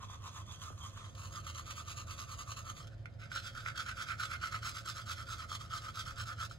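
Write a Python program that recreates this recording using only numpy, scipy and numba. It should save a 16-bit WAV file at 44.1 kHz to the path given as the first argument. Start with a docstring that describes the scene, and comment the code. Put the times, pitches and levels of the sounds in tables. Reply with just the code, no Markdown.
"""A motor drones through the wall of a small bathroom while teeth are scrubbed close to a mirror.
Bristles flick over the front teeth in quick strokes, hissing and ringing the open mouth, whose pitch
moves with the brush; the plastic head knocks now and then. A wet pocket plops at the lips at 0.7 s.
The brush moves to one side at 1.1 s, and the motor comes up to speed. Near 3 s the brush pauses,
knocks, and goes on harder on the other side."""
import sys
import numpy as np
from scipy import signal
from scipy.fft import rfft, irfft, next_fast_len
from scipy.io import wavfile
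from numba import njit

SR = 44100
rng = np.random.default_rng(int(sys.argv[2]) if len(sys.argv) > 2 else 0)


def wav_record(signal):
    """Record a signal, one row per channel, as 16-bit PCM in the file named by sys.argv[1]."""
    frames = np.transpose(np.atleast_2d(signal))
    bounded = np.clip(frames, -1, 1)
    # unit amplitude maps onto the largest positive 16-bit level
    quanta = np.round(bounded * 32767).astype(np.int16)
    wavfile.write(sys.argv[1], SR, quanta)


N = 290486
TIME_S = np.arange(N) / SR
FFT_SIZE = next_fast_len(N + SR // 2)
BINS_HZ = np.arange(FFT_SIZE // 2 + 1) * SR / FFT_SIZE
LEFT_RIGHT = np.array([[1], [-1]])
FIRST_SIDE_S, SECOND_SIDE_S = 1.14, 2.8

# strokes, push and pull in turn: start_s, mouth_db, hiss_db
STROKES = [(-0.02, -48, -54), (0.072, -52, -56.5), (0.195, -49.5, -53), (0.319, -47, -53),
           (0.443, -54, -54), (0.574, -50, -54), (0.754, -51, -54), (0.916, -53, -53), (1.132, -52, -54.5),
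           (1.307, -47, -51.5), (1.431, -49, -50.5), (1.53, -46.5, -48.5), (1.644, -49.5, -48.5),
           (1.744, -47, -49), (1.845, -49, -47.5), (1.947, -49.5, -50), (2.051, -48, -48.5),
           (2.16, -46, -50), (2.264, -48, -50), (2.366, -46, -49.5), (2.45, -48.5, -51),
           (2.55, -48.5, -50.5), (2.632, -46, -51.5), (2.735, -55.5, -57), (2.89, -61.5, -69),
           (2.96, -87, -74), (3.06, -74, -75), (3.18, -51.5, -59), (3.29, -44, -45.5), (3.419, -48, -49.5),
           (3.526, -45.5, -51.5), (3.635, -40.5, -51.5), (3.74, -39.5, -46), (3.844, -40.5, -50.5),
           (3.945, -41, -47.5), (4.058, -38, -50.5), (4.165, -38.5, -45), (4.28, -40, -51),
           (4.389, -39, -47), (4.5, -41, -50), (4.607, -40, -44.5), (4.727, -44.5, -47.5),
           (4.833, -43.5, -45.5), (4.939, -46, -51), (5.05, -42, -45), (5.152, -45.5, -53),
           (5.25, -42.5, -47.5), (5.367, -44, -53), (5.472, -44.5, -46.5), (5.584, -49, -55),
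           (5.683, -42, -47), (5.804, -45, -52.5), (5.926, -46.5, -46.5), (6.039, -45, -51.5),
           (6.149, -41, -46), (6.245, -42.5, -52), (6.365, -40.5, -47), (6.481, -64, -60.5)]
# hiss spectrum on the second side, also of ticks and foam: freq_hz, level_db
SECOND_SIDE_SPECTRUM = [(500, -15.5), (1300, -4), (2100, -2), (2800, -3), (3300, 1.5), (4200, -3.5),
                        (4850, -2), (5600, -1.5), (7300, -6.5), (9000, -12.5), (10300, -11), (12000, -17.5),
                        (15500, -21.5)]


def from_db(db):
    """Decibels to gain."""
    return 10 ** (np.asarray(db) / 20)


def rms_one(x):
    """Scale to an rms of 1."""
    return x / np.sqrt(np.mean(x ** 2) + 1e-20)


def over_time(points):
    """A time curve at every sample."""
    return np.interp(TIME_S, *np.transpose(points))


def over_bins(points):
    """A curve over log frequency at every bin."""
    hz, value = np.transpose(points)
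    return np.interp(np.log(BINS_HZ + 1), np.log(hz), value)


def filtered(x, response):
    """Apply a frequency response."""
    return irfft(rfft(x, FFT_SIZE) * response, FFT_SIZE)[..., :N]


def coloured(x, spectrum):
    """Minimum-phase filter with the given spectrum."""
    cepstrum = irfft(np.log(from_db(over_bins(spectrum))), FFT_SIZE)
    cepstrum[1:FFT_SIZE // 2] *= 2
    cepstrum[FFT_SIZE // 2 + 1:] = 0
    return filtered(x, np.exp(rfft(cepstrum)))


def drift(rate_hz):
    """Slow random wander, rms 1."""
    return rms_one(filtered(rng.standard_normal(N), 1 / (1 + (BINS_HZ / rate_hz) ** 4)))


@njit
def resonate(x, hz, width_hz):
    """Resonance with a moving centre and peak gain 1."""
    y, r = np.zeros(len(x)), np.exp(-np.pi * width_hz / SR)
    for i in range(2, len(x)):
        feedback = 2 * r * np.cos(2 * np.pi * hz[i] / SR) * y[i - 1] - r * r * y[i - 2]
        y[i] = (1 - r * r) / 2 * (x[i] - x[i - 2]) + feedback
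    return y


def cascade(x, hz, widths_hz):
    """Resonances in series on one centre, rms 1."""
    for width_hz in widths_hz:
        x = resonate(x, hz, width_hz)
    return rms_one(x)


def motor():
    """A wavering hum with a weak octave comes up to speed over an uneven low throb."""
    # run-up: time_s, pitch_hz
    run_up = [(0, 101), (1.35, 99.8), (1.6, 107.8), (2.2, 109), (3.5, 110), (6.59, 109.9)]
    # hum loudness: time_s, level_db
    hum_level = [(0, -54), (1.4, -55), (1.65, -52), (1.87, -58.5), (2.08, -49), (2.27, -67), (2.5, -48.5),
                 (2.77, -57), (3.0, -50), (3.3, -58), (3.48, -52.5), (4.0, -59.5), (4.2, -49.5),
                 (4.37, -62.5), (4.62, -47.5), (4.85, -55.5), (5.95, -54.5), (6.2, -50.5), (6.59, -50)]
    hum_hz = over_time(run_up) * (1 + 0.0075 * drift(4.67))
    phase = 2 * np.pi * np.cumsum(hum_hz) / SR
    hum = (np.sin(phase) + from_db(-24.5) * np.sin(2 * phase)) * from_db(2.9 * drift(12.5))
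    throb = cascade(rng.standard_normal(N), hz=np.full(N, 85.), widths_hz=(10., 22.4))
    return from_db(over_time(hum_level)) * rms_one(hum) + from_db(-56) * throb


def room_air(level_db):
    """Steady rumble and air, alike left and right in the bass."""
    # air spectrum: freq_hz, level_db
    spectrum = [(22, -18), (31, -14), (40, -1), (65, 1.5), (140, 0.5), (185, -11), (330, -17.5),
                (400, -20.5), (550, -18), (690, -19), (850, -27.5), (1500, -28), (4000, -41), (15000, -62)]
    # left-right likeness: freq_hz, correlation
    likeness = [(30, 0.9), (140, 0.74), (300, 0.33), (600, 0.31), (2000, 0.066), (15000, 0.34)]
    colour, alike = from_db(over_bins(spectrum)), over_bins(likeness)
    mid = filtered(rng.standard_normal(N), colour * np.sqrt(1 + alike))
    side = filtered(rng.standard_normal(N), colour * np.sqrt(1 - alike))
    return from_db(level_db) * rms_one(mid + side * LEFT_RIGHT)


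def push_pull(pair):
    """A (push, pull) pair repeated over all strokes."""
    return np.resize(pair, len(STROKES))


def stroke_times(share):
    """When each stroke has run the given share of its length."""
    turns_s = np.array(STROKES)[:, 0]
    return turns_s + share * np.diff(np.r_[turns_s, N / SR])


def swing(push, pull):
    """A curve that reaches each value at mid-stroke."""
    return np.interp(TIME_S, stroke_times(.5), push_pull((push, pull)))


def friction(crest_db, crest_share, rest_db, sharpness):
    """Friction follows brush speed: least at the turns, most at the crest. Pairs are (push, pull)."""
    turns_s = stroke_times(0)
    knots_s = np.sort(np.r_[turns_s, stroke_times(push_pull(crest_share)), N / SR])
    progress = np.interp(TIME_S, knots_s, np.arange(len(knots_s)) / 2)
    stroke = np.minimum(progress.astype(int), len(turns_s) - 1)
    arch = from_db(crest_db)[stroke] * np.abs(np.sin(np.pi * progress)) ** sharpness
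    # a turn partly follows its weaker stroke and stays below it
    weaker_db = np.minimum(crest_db, np.r_[crest_db[0], crest_db[:-1]])
    turn_db = np.minimum(push_pull(rest_db) + 0.53 * (weaker_db + 47.5), weaker_db - 9.5)
    return np.hypot(arch, from_db(np.interp(TIME_S, turns_s, turn_db)))


def flicks(per_s, spread_db, rubbing):
    """Bristles snap free at random with uneven strength, over smooth rubbing."""
    sizes = from_db(spread_db * np.minimum(rng.exponential(1, N), 4)) * rng.choice([-1, 1], N)
    snaps = rms_one(sizes * (rng.random(N) < per_s / SR))
    return rms_one(snaps + rubbing * rng.standard_normal(N))


def mouth_pitch():
    """The mouth's opening sets its pitch; each stroke bends it by filling or freeing the cavity."""
    # main resonance: time_s, pitch_hz
    resonance = [(0.0, 1073), (0.51, 1060), (0.7, 1190), (0.81, 1080), (1.28, 1120), (1.34, 1203),
                 (2.57, 1150), (2.6, 1240), (2.84, 1196), (2.88, 1443), (4.42, 1363), (4.51, 1310),
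                 (5.34, 1322), (5.58, 1193), (5.72, 1280), (6.59, 1362)]
    knots_s = np.c_[stroke_times(.25), stroke_times(.75)].ravel()
    bend_hz = np.outer(push_pull((-49, 8)), [-.5, .5]).ravel()
    return over_time(resonance) + np.interp(TIME_S, knots_s, bend_hz)


def mouth_ring(drive):
    """Flicks ring two mouth resonances; pulls bring out the upper one."""
    # upper resonance against the main one: time_s, level_db
    upper_level = [(0, -12), (.9, -23.5), (1.7, -17.5), (2.7, -16.5), (3.22, -3.5), (3.52, -12), (3.7, -9),
                   (4.66, -6), (4.8, -10), (6.59, -14)]
    mouth_hz = mouth_pitch()
    gliding_hz = mouth_hz * (1 + 0.011 * drift(15))   # the brush head reshapes the cavity
    narrow = cascade(drive, gliding_hz, widths_hz=(150., 720., 970.))
    wide = cascade(drive, mouth_hz, widths_hz=(257., 367.))
    main = np.where(TIME_S < SECOND_SIDE_S, narrow, wide)   # wider lips damp the mouth more
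    upper = cascade(drive, mouth_hz * 1.587, widths_hz=(440., 930.))
    return main + upper * from_db(over_time(upper_level) + swing(push=-3, pull=1.5))


def bristle_hiss():
    """Dense flicks coloured by the place in the mouth and its resonances; fine tips add treble."""
    # hiss spectra at the front and on the first side: freq_hz, level_db
    front_spectrum = [(500, -33), (1300, -3), (2100, -12), (2600, -5.5), (2950, -8.5), (3400, 2),
                      (4200, -18), (5400, -9.5), (6400, -1), (7300, -9.5), (8200, -11.5), (10000, -15.5),
                      (12000, -20.5), (15500, -30)]
    first_side_spectrum = [(500, -7), (1300, -8.5), (2100, -2.5), (2800, 3), (3300, -4.5), (4000, -4),
                           (4700, -4.5), (5600, -7), (6500, 3.5), (7600, -7), (9000, -10.5), (12000, -13),
                           (15500, -22.1)]
    # higher mouth resonances, a row per place: third_hz, fourth_hz, fifth_hz
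    mouth_modes = [(3500, 4700, 6280), (3330, 4620, 6580), (3234.5, 4780, 7130)]
    # treble of the tips: time_s, level_db
    tip_level = [(0, -4), (.6, 1.5), (1.05, 3), (1.6, -1.5), (2.7, 2), (3.1, -4), (3.5, -1.5), (3.8, 1),
                 (5.55, 2.5), (6.59, 0.5)]
    tip_db = over_time(tip_level) + swing(push=0.25, pull=2)
    treble_share = BINS_HZ ** 6 / (BINS_HZ ** 6 + 5700. ** 6)
    coarse = filtered(flicks(per_s=2600, spread_db=3, rubbing=0.6), np.sqrt(1 - treble_share))
    coarse *= from_db(1.36 * drift(49))
    fine = filtered(flicks(per_s=9000, spread_db=4, rubbing=0.7), np.sqrt(treble_share))
    fine *= from_db(tip_db + 0.8 * drift(38))
    place = np.searchsorted([FIRST_SIDE_S, SECOND_SIDE_S], TIME_S)
    spectra = front_spectrum, first_side_spectrum, SECOND_SIDE_SPECTRUM
    hiss = np.choose(place, [rms_one(coloured(coarse + fine, spectrum)) for spectrum in spectra])
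    modes_hz = np.array(mouth_modes)[place].T
    rings = sum(resonate(hiss, hz * (1 + 0.043 * drift(8.5)), width_hz=300.) for hz in modes_hz)
    foam = rms_one(coloured(flicks(per_s=220, spread_db=3.5, rubbing=0), SECOND_SIDE_SPECTRUM))
    return rms_one(hand_echo(hiss + from_db(-4) * rings + from_db(-6) * foam))


def hand_echo(x):
    """The moving hand returns a very short echo, sliding notches through the hiss."""
    delay_s = 0.0008066 * (1 + .12 * drift(5.73))
    return x + from_db(-7) * np.interp(TIME_S - delay_s, TIME_S, x)


def brushing():
    """Tufts catch on the gaps between teeth and slip; ring and hiss swell with each stroke."""
    _, mouth_db, hiss_db = np.transpose(STROKES)
    catching = from_db(1.86 * drift(93))
    ring = mouth_ring(flicks(per_s=1800, spread_db=3, rubbing=0.61) * catching)
    ring *= friction(mouth_db - .93, crest_share=(.54, .44), rest_db=(-64.5, -59.5), sharpness=1.67)
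    hiss = bristle_hiss() * catching
    # the brush nearly stops before a push but swings straight into a pull
    hiss *= friction(hiss_db - .4, crest_share=(.65, .33), rest_db=(-65, -59), sharpness=1.43)
    return ring + hiss


def through_lips(x, corner_hz):
    """The small lip opening radiates little below the main resonance."""
    return signal.sosfilt(signal.butter(2, corner_hz, "high", fs=SR, output="sos"), x)


def knocks(attack_s, ring_s, upper_ring_s, tick_s, upper_ratio):
    """Hard plastic meets a tooth: a bright tick and a short ring of two mouth resonances."""
    # brush head on teeth: start_s, main_db, upper_db, tick_db
    hits = [(0.0984, -36.5, -52, -60), (1.1508, -58, -59, -44.5), (1.7094, -38, -37, -35),
            (2.520, -35, -55, -52), (2.871, -59, -60, -46.5), (2.877, -51, -63, -49),
            (3.057, -36.5, -27, -49), (3.316, -32, -28, -48), (3.36, -26, -37, -33),
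            (3.5514, -36.5, -38, -43), (3.6614, -25, -19, -45), (4.198, -34, -38, -54),
            (4.438, -24, -33, -50), (4.5436, -24.5, -31, -51), (5.5166, -26.5, -49, -48),
            (5.5508, -35, -48, -34), (5.736, -28.5, -38, -46), (5.972, -32, -49, -49),
            (6.410, -27.5, -44, -51), (6.5112, -34, -54, -43.5)]
    rings, tick_envelope, mouth_hz = np.zeros(N), np.zeros(N), mouth_pitch()
    for start_s, main_db, upper_db, tick_db in hits:
        start = round(start_s * SR)
        age_s = TIME_S[:min(N - start, SR // 20)]
        span = slice(start, start + len(age_s))
        phase = 2 * np.pi * mouth_hz[start] * age_s
        main = from_db(main_db) * np.sin(phase) * np.exp(-age_s / ring_s)
        upper = from_db(upper_db) * np.sin(upper_ratio * phase) * np.exp(-age_s / upper_ring_s)
        rings[span] += (main + upper) * (1 - np.exp(-age_s / attack_s))
        tick_envelope[span] += from_db(tick_db) * np.exp(-age_s / tick_s)
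    return rings + .5 * tick_envelope * rms_one(coloured(rng.standard_normal(N), SECOND_SIDE_SPECTRUM))


def plop(start_s, start_hz, end_hz, glide_s, level_db, decay_s):
    """A wet pocket opens at the lips; its pitch drops as it widens."""
    age_s = np.maximum(TIME_S - start_s, 0)
    hz = end_hz + (start_hz - end_hz) * np.exp(-age_s / glide_s)
    phase = 2 * np.pi * np.cumsum(hz * (age_s > 0)) / SR
    return from_db(level_db) * np.sin(phase) * np.exp(-age_s / decay_s)


def early_echoes(x):
    """Mirror and close walls comb the spectrum."""
    # first reflections: delay_ms, level_db
    echoes = [(.8, -25.5), (1.47, -18.5), (3.45, -15), (4.6, -16), (6.5, -28), (10.6, -17.5)]
    comb = 1 + sum(from_db(db) * np.exp(-2j * np.pi * BINS_HZ * ms / 1000) for ms, db in echoes)
    power = 1 + sum(from_db(db) ** 2 for _, db in echoes)
    return filtered(x, comb / np.sqrt(power))


def standing_waves(x):
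    """Narrow room resonances lift steady pitches out of any noise."""
    # room modes: pitch_hz, width_hz, level_db
    modes = [(216, 12, -3.5), (336, 14, 1), (547, 29, 5), (688, 33, 2), (1205, 20, -11.5),
             (1320, 9.3, -24.5), (1775, 65, 1), (1895, 83, -5), (2103, 18, -2), (3146, 54, 5.5),
             (3310, 27, -18), (3460, 5.8, -26), (3788, 51, 1.5), (4183, 85, 5), (4830, 12, -19),
             (4830, 13, 3), (4890, 46, -4.5), (4930, 33, -9), (5320, 26, -8.5)]
    peaks = sum(from_db(db) / (1 + 2j * (BINS_HZ - hz) / width_hz) for hz, width_hz, db in modes)
    return filtered(x, 1 + peaks)


def stereo_image(x, screened):
    """Left-right level and phase vary with frequency; the treble's phase pattern is alike throughout."""
    # stereo balance: freq_hz, left_minus_right_db
    balance = [(500, 9), (1200, -1), (1800, -8), (2500, -12.5), (2880, 15), (3250, -7.5), (4600, 1),
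               (6300, -5.5), (7200, -10.5), (8700, 3), (15000, -1.5)]
    # stereo phase, mouth screened, then brush on each side: freq_hz, left_lead_rad
    lead_screened = [(100, .1), (1500, .7), (3000, 2.2), (4700, 2.3), (5500, 3.2), (7400, 4.9), (8200, 4.6),
                     (9200, 3.14), (11200, 0), (13200, -3.14), (15000, -6.28)]
    lead_first_side = [(100, .1), (900, 1.5), (1500, .7), (2000, 2.6), (3300, 4.9), (4200, 6.2),
                       (4900, 7.6), (5500, 9.3), (6500, 10.6), (7400, 12.4), (8200, 10.9), (9200, 9.42),
                       (11200, 6.28), (13200, 3.14), (15000, 0)]
    lead_second_side = [(100, .1), (900, 1.8), (1500, .5), (2000, 2.4), (3300, 4.6), (4900, 6.6),
                        (5600, 8.2), (6400, 6.4), (8200, 4.6), (9200, 3.14), (11200, 0), (13200, -3.14),
                        (15000, -6.28)]
    gains = from_db(over_bins(balance) / 2 * LEFT_RIGHT)
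    gains /= np.sqrt(np.mean(gains ** 2, axis=0))
    second_side = TIME_S > SECOND_SIDE_S
    positions = [(screened * from_db(-1), lead_screened),
                 ((1 - screened) * ~second_side * from_db(-0.14), lead_first_side),
                 (second_side * from_db(-1.09), lead_second_side)]
    return sum(filtered(x * weight, gains * np.exp(.5j * over_bins(lead) * LEFT_RIGHT))
               for weight, lead in positions)


def bathroom_tail(x, t60_s, lowpass_hz):
    """A short diffuse tail, different left and right."""
    age_s = TIME_S[:SR // 2]
    tail = rng.standard_normal((2, len(age_s))) * from_db(-60 * age_s / t60_s) * (age_s > .003)
    tail /= np.sqrt(np.sum(tail ** 2, axis=1, keepdims=True))
    return filtered(x, rfft(tail, FFT_SIZE) / (1 + 1j * BINS_HZ / lowpass_hz))


def scene():
    """Brushing in the room, with the drone behind it."""
    # balance of motor and air: freq_hz, left_minus_right_db
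    drone_balance = [(35, 4), (85, -2.5), (170, -2.5), (280, 0.5), (600, 0)]
    scrub = from_db(.5) * through_lips(brushing(), corner_hz=833)
    scrub += knocks(attack_s=.00052, ring_s=.0031, upper_ring_s=.00093, tick_s=.0038, upper_ratio=1.526)
    near = standing_waves(early_echoes(scrub))
    near += plop(start_s=.7028, start_hz=1000, end_hz=150, glide_s=.0033, level_db=-49, decay_s=.017)
    # at first hand and microphone screen the mouth, so more sound comes by the walls
    screened = np.interp(TIME_S, [.9, 1.15], [1, 0])
    room = bathroom_tail(near * from_db(-7.5 + 2.9 * screened), t60_s=0.089, lowpass_hz=7350)
    room *= from_db(-1.2 * LEFT_RIGHT)
    air = room_air(level_db=-54)
    # the standing waves come in fully once the microphone has moved aside
    air += (standing_waves(air) - air) * (1 - 0.77 * screened)
    drone = filtered(motor() + air, from_db(over_bins(drone_balance) / 2 * LEFT_RIGHT))
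    return stereo_image(near, screened) + room + drone


def record(dry):
    """Steep treble cut."""
    cutoff_hz = 15750
    return filtered(dry, 1 / np.sqrt(1 + np.minimum(BINS_HZ / cutoff_hz, 1.1) ** 1000))


dry = scene()
out = record(dry)
wav_record(out)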